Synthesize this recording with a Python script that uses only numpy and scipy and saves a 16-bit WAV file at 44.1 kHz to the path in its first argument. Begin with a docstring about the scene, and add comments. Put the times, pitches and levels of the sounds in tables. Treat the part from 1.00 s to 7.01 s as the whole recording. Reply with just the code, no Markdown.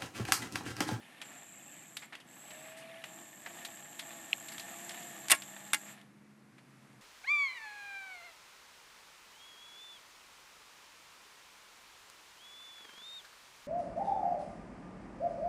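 """Workbench, close above an open videotape deck that unthreads its tape.
The loading motor whines at its brushes in three runs and drives a chattering gear train; the cam
clicks the levers. A reel winds rustling tape, the guides snap back, a spring lever clacks against
the chassis and a latch follows. The head drum hums on over a low drone and faint room hiss."""
import sys
import numpy as np
from scipy import signal
from scipy.fft import rfft, irfft
from scipy.io import wavfile
from scipy.ndimage import uniform_filter1d

SR = 44100
rng = np.random.default_rng(int(sys.argv[2]) if len(sys.argv) > 2 else 0)


def waveform_to_disk(signal):
    """Save audio, clipped to [-1, 1], as 16-bit WAV at the path in sys.argv[1]."""
    frames = np.transpose(np.atleast_2d(signal))
    scaled = np.clip(frames, -1, 1) * 32767
    samples = np.round(scaled).astype(np.int16)
    wavfile.write(sys.argv[1], SR, samples)


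N = 265028
TIME = np.arange(N) / SR
SPIN_UP_S, COAST_S, WIND_STOP_S = .018, .06, .054
NOMINAL_RPS = 36

# motor runs: (start [s], stop [s], direction [+1/-1], whine [dB], hiss lift [dB], mesh re whine [dB])
MOTOR_RUNS = [(0.194, 1.054, 1, -52, -3, -15.5), (1.248, 1.725, -1, -53.5, 2, -18),
              (2.014, 4.927, 1, -53.5, 1.5, -12)]
# reel winds: (start [s], stop [s], rise [s], gear chatter [dB], tape rustle [dB])
REEL_WINDS = [(-.3, .38, 0.082, -58.5, -63.5), (0.397, .85, 0.073, -71, -62), (1.378, 2.023, .25, -54, -55)]


def motor(jitter_rad=.64, step_spread_db=.7, strain_db=9, strain_s=.22, db_per_rps=.43):
    """Commutator steps tap and scrape the brushes; the worm gear sings at shaft harmonics."""
    # brush resonances, each direction: (centre [Hz], width [Hz], level [dB])
    brush_forward = [(7388, 220, 0), (7650, 550, -8.5), (6780, 350, -10.5), (8100, 590, -11),
                     (6007, 620, -23.5), (11820, 750, -12.5)]
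    brush_reverse = [(7470, 250, 2), (7910, 260, 1.5), (6630, 720, -13.5), (12100, 1300, -12.5)]
    # six commutator steps of a turn: (level [dB])
    segment_db = [1, -1.2, .8, -.4, .6, -1.5]
    # gear mesh tones: (shaft harmonic [-], level [dB])
    mesh_tones = [(6, 0.5), (9, -2), (18, -0.5), (24, -7.5), (31, -8), (48, -8), (51, -15)]
    spinning, rps = shaft()
    turns = np.cumsum(spinning * rps * (1 + .003 * wander(11))) / SR
    steps = len(segment_db) * turns
    step_db = np.take(segment_db, steps.astype(int), mode="wrap") - step_spread_db * wander(150)
    scrape = spinning * (.4 + np.exp(-(steps % 1) / .3)) * rng.standard_normal(N)
    taps = np.diff(np.floor(steps), prepend=0)
    drive = gain(step_db) * (.55 * unit_rms(taps) + unit_rms(scrape))
    mesh = sum(gain(db) * np.sin(2 * np.pi * k * turns + jitter_rad * (wander(16) + wander(78)))
               for k, db in mesh_tones)
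    mesh = colour(unit_rms(mesh) * (spinning * rps / NOMINAL_RPS) ** 3, deck_db)
    out = np.zeros(N)
    for start, stop, direction, whine_db, hiss_db, mesh_db in MOTOR_RUNS:
        modes = brush_forward if direction > 0 else brush_reverse
        whine = colour(drive, lambda hz: brush_db(modes, hiss_db, hz))
        whine = unit_rms(whine) * np.sqrt(np.mean(spinning))
        load_db = strain_db * np.exp(-np.maximum(TIME - start, 0) / strain_s)  # taking up the load
        envelope = gain(whine_db) * spin(start, stop, SPIN_UP_S, COAST_S) ** 3.1
        out += envelope * (whine + gain(mesh_db + load_db) * mesh)
    return closeness() * gain(db_per_rps * (rps - NOMINAL_RPS)) * out


def brush_db(modes, hiss_db, hz, core_hz=7650, core_width_hz=1400):
    """Springy brush resonances, shifted by hiss_db outside the core of the whine."""
    power = sum((gain(db) * bell(hz, centre, width)) ** 2 for centre, width, db in modes)
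    outside = 1 - np.exp(-(2 * (hz - core_hz) / core_width_hz) ** 2)
    return 10 * np.log10(power) + hiss_db * outside


def shaft():
    """Motor spin (0-1) and powered speed [rev/s]."""
    # speed as the cam loads and frees the motor: (time [s], speed [rev/s])
    speed = [(.55, 29), (.76, 32.7), (.92, 27.7), (1.29, 30.4), (1.52, 37.3), (1.72, 33.2), (2.2, 36.8),
             (2.38, 32.6), (2.56, 39.5), (2.86, 33.9), (3.12, 37.7), (3.3, 35.5), (4.0, 39.3), (4.2, 37.4),
             (4.38, 35), (4.56, 35.6), (4.72, 34), (4.9, 36)]
    spinning = sum(spin(start, stop, SPIN_UP_S, COAST_S) for start, stop, *_ in MOTOR_RUNS)
    return spinning, follow(speed)[0]


def gears(teeth_per_s=420, tooth_s=.0011, tooth_cutoff_hz=4200, rub_db=1, idle_db=-64.5):
    """Loose teeth rattle, hardest once a turn, and surfaces rub; the deck rings and rumbles."""
    # chatter and rumble spectra: (frequency [Hz], level [dB])
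    chatter_spectrum = [(300, -36), (500, -5.5), (620, -5), (900, -4), (1050, -5), (1450, -5.5),
                        (1800, -2.5), (2800, -3.5), (3600, -6.5), (4400, -10.5), (5600, -13.5), (9500, -11),
                        (12500, -12)]
    rumble_spectrum = [(20, -28.5), (50, -34.5), (85, -16.5), (135, -2), (190, -0.5), (260, 0), (330, -2.5),
                       (410, -10.5), (600, -13.5), (1200, -23.5), (4000, -63.5)]
    spinning, rps = shaft()
    effort = gear_effort()
    turn_phase = np.cumsum(spinning * rps) / SR % 1
    knock = 1 + .68 * spinning * np.exp(-turn_phase / .25)
    hits = rng.random(N) < teeth_per_s / SR
    ticks = hits * gain(2 * np.minimum(rng.exponential(1, N), 3) + 2.3 * wander(36))
    t = np.arange(SR // 50) / SR
    scuffs = np.sqrt(abs(signal.oaconvolve(ticks ** 2, np.exp(-t / tooth_s))[:N]))
    rattle = unit_rms(knock * scuffs * rng.standard_normal(N))
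    rattle = colour(rattle, lambda hz: -10 * np.log10(1 + (hz / tooth_cutoff_hz) ** 10))  # soft plastic
    rub = gain(rub_db) * rng.standard_normal(N)
    chatter = colour(rattle + rub, lambda hz: spectrum_db(chatter_spectrum, hz) + deck_db(hz))
    rumble = np.hypot(gain(idle_db), gain(-12.5) * effort) * noise(rumble_spectrum)
    return gain(1.5) * effort * unit_rms(chatter) + rumble


def gear_effort(loading_db=-56, db_per_rps=1.19, capstan_db=-63.5, capstan_stop_s=5, coast_s=.06):
    """Chatter gain: power sum of loading gears, reel gears and idling capstan drive."""
    spinning, rps = shaft()
    loading = spinning * gain(loading_db + db_per_rps * (rps - NOMINAL_RPS))
    winding = sum(gain(db) * spin(start, stop, rise_s, WIND_STOP_S)
                  for start, stop, rise_s, db, _ in REEL_WINDS)
    capstan = gain(capstan_db) * np.exp(-np.maximum(TIME - capstan_stop_s, 0) / coast_s)
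    return closeness() * np.sqrt(loading ** 2 + winding ** 2 + capstan ** 2)


def deck_db(hz):
    """Resonant lift the deck gives to parts mounted on it."""
    # deck resonances: (centre [Hz], width [Hz], lift [dB])
    modes = [(333, 27, 7.5), (696.5, 110, 9), (827.5, 33, 10.5), (1151, 63, 5), (1320, 34, 3),
             (1690, 56, 8), (1805, 64, 10.5), (2170, 68, 2), (3540, 124, 3), (5000, 270, -3)]
    return sum(db * bell(hz, centre, width) for centre, width, db in modes)


def latch_clacks():
    """The spring lever lets go and hits the chassis; a latch follows."""
    # impacts: (time [s], level [dB], tilt [dB/octave], decay [s], part pitch [Hz])
    hits = [(4.2985, -16.5, 0.5, 0.0068, 2033), (4.3052, -8, 4, 0.0065, 2125),
            (4.316, -1.5, 0, 0.0022, 9130), (4.3202, -4.5, 0.5, 0.0029, 2170),
            (4.327, -20, -7, 0.0094, 2086), (4.348, -22, 5, .003, 2200), (4.7325, -9, 0.5, 0.0028, 1449),
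            (4.7437, -14, 1.5, 0.0034, 1398)]
    return blows(hits, level_db=-4.5, ring_db=-5, tail_db=-25.5, tail_s=.022, rise_s=.00048,
                 part_db=8.5, part_octaves=.32, treble_db=.5, bass_db=.5)


def lever_clicks(stray_count=24, stray_hz=2900, stray_decay_s=.004):
    """Cam-driven levers click; stray ticks scale with gear chatter. Smaller parts are brighter."""
    # clicks and scrapes: (time [s], level [dB], decay [s], part pitch [Hz])
    clicks = [(.2152, -35, 0.0041, 3320), (.2218, -37, .004, 2500), (.28, -49, 0.056, 1300),
              (.9683, -29, 0.0043, 3620), (1.018, -42.5, 0.021, 2130), (1.122, -40, 0.021, 1896),
              (1.152, -36, 0.0026, 2870), (1.2, -47, 0.011, 2900), (1.5045, -42.5, 0.0054, 3130),
              (1.765, -45.5, 0.032, 8120), (2.0394, -32, .0035, 2614), (2.4609, -35.5, 0.0097, 1840),
              (2.649, -32.5, 0.0071, 3830), (2.9922, -32, 0.0087, 3494), (3.4841, -35.5, 0.0042, 4000),
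              (3.5215, -34, .0025, 4790), (3.5804, -35, 0.0043, 3340), (3.596, -33, .005, 4300),
              (3.8927, -33.5, 0.0044, 4970), (3.908, -40.5, 0.0063, 2780), (4.2835, -27.5, 0.0029, 7500),
              (4.4205, -35, 0.0039, 3300), (4.86, -46.5, 0.039, 2192), (5.013, -50.5, 0.0026, 3200),
              (5.58, -53, 0.011, 2400)]
    effort_db = 20 * np.log10(gear_effort() + 1e-9)
    onsets = rng.integers(0, N, stray_count)
    strays = [(at / SR, effort_db[at] + 8 + 2.5 * size, stray_decay_s, stray_hz * 2 ** (.35 * pitch))
              for at, (size, pitch) in zip(onsets, rng.standard_normal((stray_count, 2)))]
    hits = [(s, db, min(7.5 * np.log2(hz / 3470), 2), decay_s, hz)
            for s, db, decay_s, hz in list(clicks) + strays]
    return blows(hits, level_db=-1, ring_db=-27, tail_db=-14.5, tail_s=.021, rise_s=.00042,
                 part_db=5, part_octaves=.25, treble_db=-5, bass_db=-6)


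def blows(hits, level_db, ring_db, tail_db, tail_s, rise_s, part_db, part_octaves, treble_db, bass_db):
    """Parts strike the chassis: a crack at the part's pitch, sheet metal ring, loose parts shivering."""
    # impact spectrum: (frequency [Hz], level [dB])
    strike_spectrum = [(25, -35), (70, -22.5), (120, -29.5), (260, -14.5), (450, -15.5), (700, -4),
                       (1150, -4.5), (2100, 1), (3000, 0), (4200, -2.5), (6000, -6), (7500, -3), (9300, -2),
                       (10800, -7.5), (12500, -5.5)]
    # sheet metal modes: (frequency [Hz], level [dB], t60 [s])
    modes = [(299.6, -16.5, 0.13), (852, -4, .07), (1087.5, -4.5, 0.11), (1390, -7, 0.11), (1664, -4, 0.11),
             (1854, -2.5, 0.068), (1936, -8, 0.096), (2068, 1, 0.077), (2240, 0.5, 0.076), (2475, -3, .06),
             (2784, 1.5, .06), (3364, -3, 0.07), (3560, -0.5, 0.039), (4740, -12.5, 0.078),
             (5345, -10.5, .06), (6870, -3.5, 0.052), (8030, -10.5, 0.038), (8510, 7.5, 0.024),
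             (9090, 0.5, 0.03), (9100, -0.5, .035), (9230, 10, 0.014)]
    ring_norm = np.linalg.norm([gain(db) for _, db, _ in modes])
    out, t = np.zeros(N), np.arange(SR // 3) / SR
    for s, db, tilt_db, decay_s, part_hz in hits:
        def crack_db(hz):
            octaves = np.log2(np.maximum(hz, 600) / part_hz)
            shelf_db = treble_db * np.clip(hz / 4000 - 1, 0, 1) + bass_db * np.clip(2 - hz / 700, 0, 1)
            peak_db = part_db * np.exp(-(octaves / part_octaves) ** 2)
            return spectrum_db(strike_spectrum, hz) + shelf_db + tilt_db * octaves + peak_db
        contact = scuff(t, decay_s)
        shiver = gain(tail_db) * np.exp(-t / tail_s) * rng.standard_normal(len(t))
        filter_rms = np.sqrt(np.mean(gain(crack_db(np.linspace(0, SR / 2, len(t)))) ** 2))
        crack = colour(contact + shiver, crack_db) / filter_rms
        ring = sum(gain(mode_db - 60 * t / t60) * np.sin(2 * np.pi * (hz * t + rng.random()))
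                   for hz, mode_db, t60 in modes)
        attack_s = rise_s * (1 + (decay_s / .0062) ** 2)  # long contacts scrape: soft onset
        envelope = gain(db + level_db) * (1 - np.exp(-t / attack_s))
        add(out, s, envelope * (crack + gain(ring_db) * ring / ring_norm))
    return out


def scuff(t, decay_s):
    """Decaying contact noise, spectrally flattened."""
    burst = rfft(rng.standard_normal(len(t)) * np.exp(-t / decay_s))
    flat = irfft(burst / np.sqrt(uniform_filter1d(abs(burst) ** 2, size=90)), len(t))
    return flat * np.sqrt(decay_s * SR / 2) * (t < t[-1] / 2)


def guide_snap(ring_s=.0035, ring_db=-19, overtone_hz=4100, overtone_db=-22, tick_db=-26):
    """A small stiff part flicks over as the tape guides slide back: short pulse, faint metallic ring."""
    # snap: (time [s], level [dB], pitch [Hz], half length [s])
    snaps = [(3.3312, -12.5, 2700, .00043)]
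    out = np.zeros(N)
    for s, db, hz, half_s in snaps:
        t = TIME - s
        pulse = np.exp(-.5 * (t / half_s) ** 2)
        tail = (t > 0) * np.exp(-abs(t) / ring_s)
        body = (pulse + gain(ring_db) * tail * wander(1215)) * np.cos(2 * np.pi * hz * t)
        overtone = gain(overtone_db) * np.sin(2 * np.pi * overtone_hz * t)
        tick = gain(tick_db) * rng.standard_normal(N)
        out += gain(db) * (body + tail * (overtone + tick))
    return signal.sosfilt(signal.butter(2, 1300, "highpass", fs=SR, output="sos"), out)  # too small for bass


def tape(squeaks_per_s=600, squeak_s=.0025, centre_hz=2400, spread_octaves=.247, spread_db=3):
    """Pulled tape sticks and slips: a dense rustle of tiny squeaks."""
    out, t = np.zeros(N), np.arange(-SR // 100, SR // 100) / SR
    window = np.exp(-(t / squeak_s) ** 2)
    times = np.flatnonzero(rng.random(N) < squeaks_per_s / SR) / SR
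    for s, (pitch, size) in zip(times, rng.standard_normal((len(times), 2))):
        hz = centre_hz * 2 ** (spread_octaves * pitch)
        add(out, s, gain(spread_db * size) * window * np.sin(2 * np.pi * hz * t))
    pull = sum(gain(db) * spin(start, stop, rise_s, WIND_STOP_S)
               for start, stop, rise_s, _, db in REEL_WINDS)
    return closeness() * pull * unit_rms(out)


def reel_drive():
    """The reel drive sings briefly as it winds."""
    # reel tone: (time [s], pitch [Hz], level [dB])
    curve = [(1.44, 600, -74), (1.53, 621, -60.5), (1.82, 654.5, -54), (2.0, 659, -54), (2.08, 653, -70)]
    return rotor(curve, waver=.0026)


def head_drum():
    """The coasting head drum hums."""
    # drum hum: (time [s], pitch [Hz], level [dB])
    curve = [(3.52, 198, -76), (3.6, 197, -62.5), (4.5, 200, -61.5), (5.35, 210, -59.5), (5.6, 210, -67.5),
             (6.01, 210, -61.5)]
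    return rotor(curve, waver=.011, level_db=-2.7)


def drone():
    """Low, unsteady tone near the end."""
    # drone: (time [s], pitch [Hz], level [dB])
    curve = [(4.0, 138, -75), (5.2, 138.2, -69), (6.01, 133.6, -67.5)]
    return rotor(curve, waver=.047, level_db=-.5, flutter_db=3)


def rotor(curve, waver, level_db=0, flutter_db=0):
    """Wavering tone of a spinning part, gated softly to the span of its curve."""
    hz, db = follow(curve)
    phase = 2 * np.pi * np.cumsum(hz * (1 + waver * wander(24))) / SR
    gate = uniform_filter1d(1. * ((TIME > curve[0][0]) & (TIME < curve[-1][0])), size=600)
    return gate * gain(db + level_db + flutter_db * wander(23)) * np.sqrt(2) * np.sin(phase)


def room(hiss_db=-68, handling_db=-65, handling_start_s=5.44, rise_s=.21):
    """Even workshop hiss; a soft handling rustle swells at the end."""
    # hiss spectrum: (frequency [Hz], level [dB])
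    hiss_spectrum = [(60, -14.5), (400, -6.5), (1000, -0.5), (2200, -2.5), (3200, -11), (6000, -14),
                     (12500, -18)]
    handling = gain(handling_db) * spin(handling_start_s, TIME[-1], rise_s, rise_s)
    return np.hypot(gain(hiss_db), handling) * noise(hiss_spectrum)


def closeness():
    """Gain as the microphone moves in over the deck and backs away."""
    # proximity: (time [s], level [dB])
    curve = [(1.0, -2), (2.3, -3), (3.7, 1.5), (4.5, 0), (6.0, -4)]
    return gain(follow(curve)[0])


def spin(start, stop, rise_s, fall_s):
    """Motion (0-1) of a part driven from start to stop, then coasting."""
    rise = 1 - np.exp(-np.maximum(TIME - start, 0) / rise_s)
    return rise * np.exp(-np.maximum(TIME - stop, 0) / fall_s)


def gain(db):
    """dB to amplitude."""
    return 10 ** (np.asarray(db) / 20)


def unit_rms(x):
    """Scale to rms 1."""
    return x / np.sqrt(np.mean(x ** 2) + 1e-20)


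def bell(hz, centre_hz, width_hz):
    """Resonance curve, 1 at centre."""
    return 1 / (1 + (2 * (hz - centre_hz) / width_hz) ** 2)


def spectrum_db(points, hz):
    """Spectrum table interpolated over log frequency."""
    point_hz, db = np.transpose(points)
    return np.interp(np.log(hz + 1), np.log(point_hz + 1), db)


def follow(curve):
    """Value columns of a time table, per sample."""
    s, *columns = np.transpose(curve)
    return [np.interp(TIME, s, column) for column in columns]


def add(mix, s, sound):
    """Mix a sound in at time s."""
    part = mix[round(s * SR):][:len(sound)]
    part += sound[:len(part)]


def colour(x, db_at, size=4096):
    """Minimum-phase filter with response db_at(hz)."""
    hz = abs(np.fft.fftfreq(size, 1 / SR))
    log_gain = np.log(np.maximum(gain(db_at(hz)), 1e-5))
    taps = np.fft.ifft(np.exp(np.conj(signal.hilbert(log_gain)))).real
    return signal.oaconvolve(x, taps[:size // 2])[:len(x)]


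def noise(spectrum):
    """Coloured noise, rms 1."""
    return unit_rms(colour(rng.standard_normal(N), lambda hz: spectrum_db(spectrum, hz)))


def wander(hz):
    """Random drift up to about hz, rms 1."""
    rolloff = 1 + (np.fft.rfftfreq(N, 1 / SR) / hz) ** 4
    return unit_rms(irfft(rfft(rng.standard_normal(N)) / rolloff, N))


def scene():
    """Whole deck, mono."""
    tones = reel_drive() + head_drum() + drone()
    levers = lever_clicks() + latch_clacks()
    return (motor() + gears() + tape() + tones + levers + guide_snap() + room())[None]


def record(dry):
    """Steep low-pass."""
    cutoff_hz = 12500
    taps = signal.firwin(511, cutoff_hz, window=("kaiser", 8), fs=SR)
    return signal.oaconvolve(dry, taps[None], "same")


dry = scene()
out = record(dry)
waveform_to_disk(out)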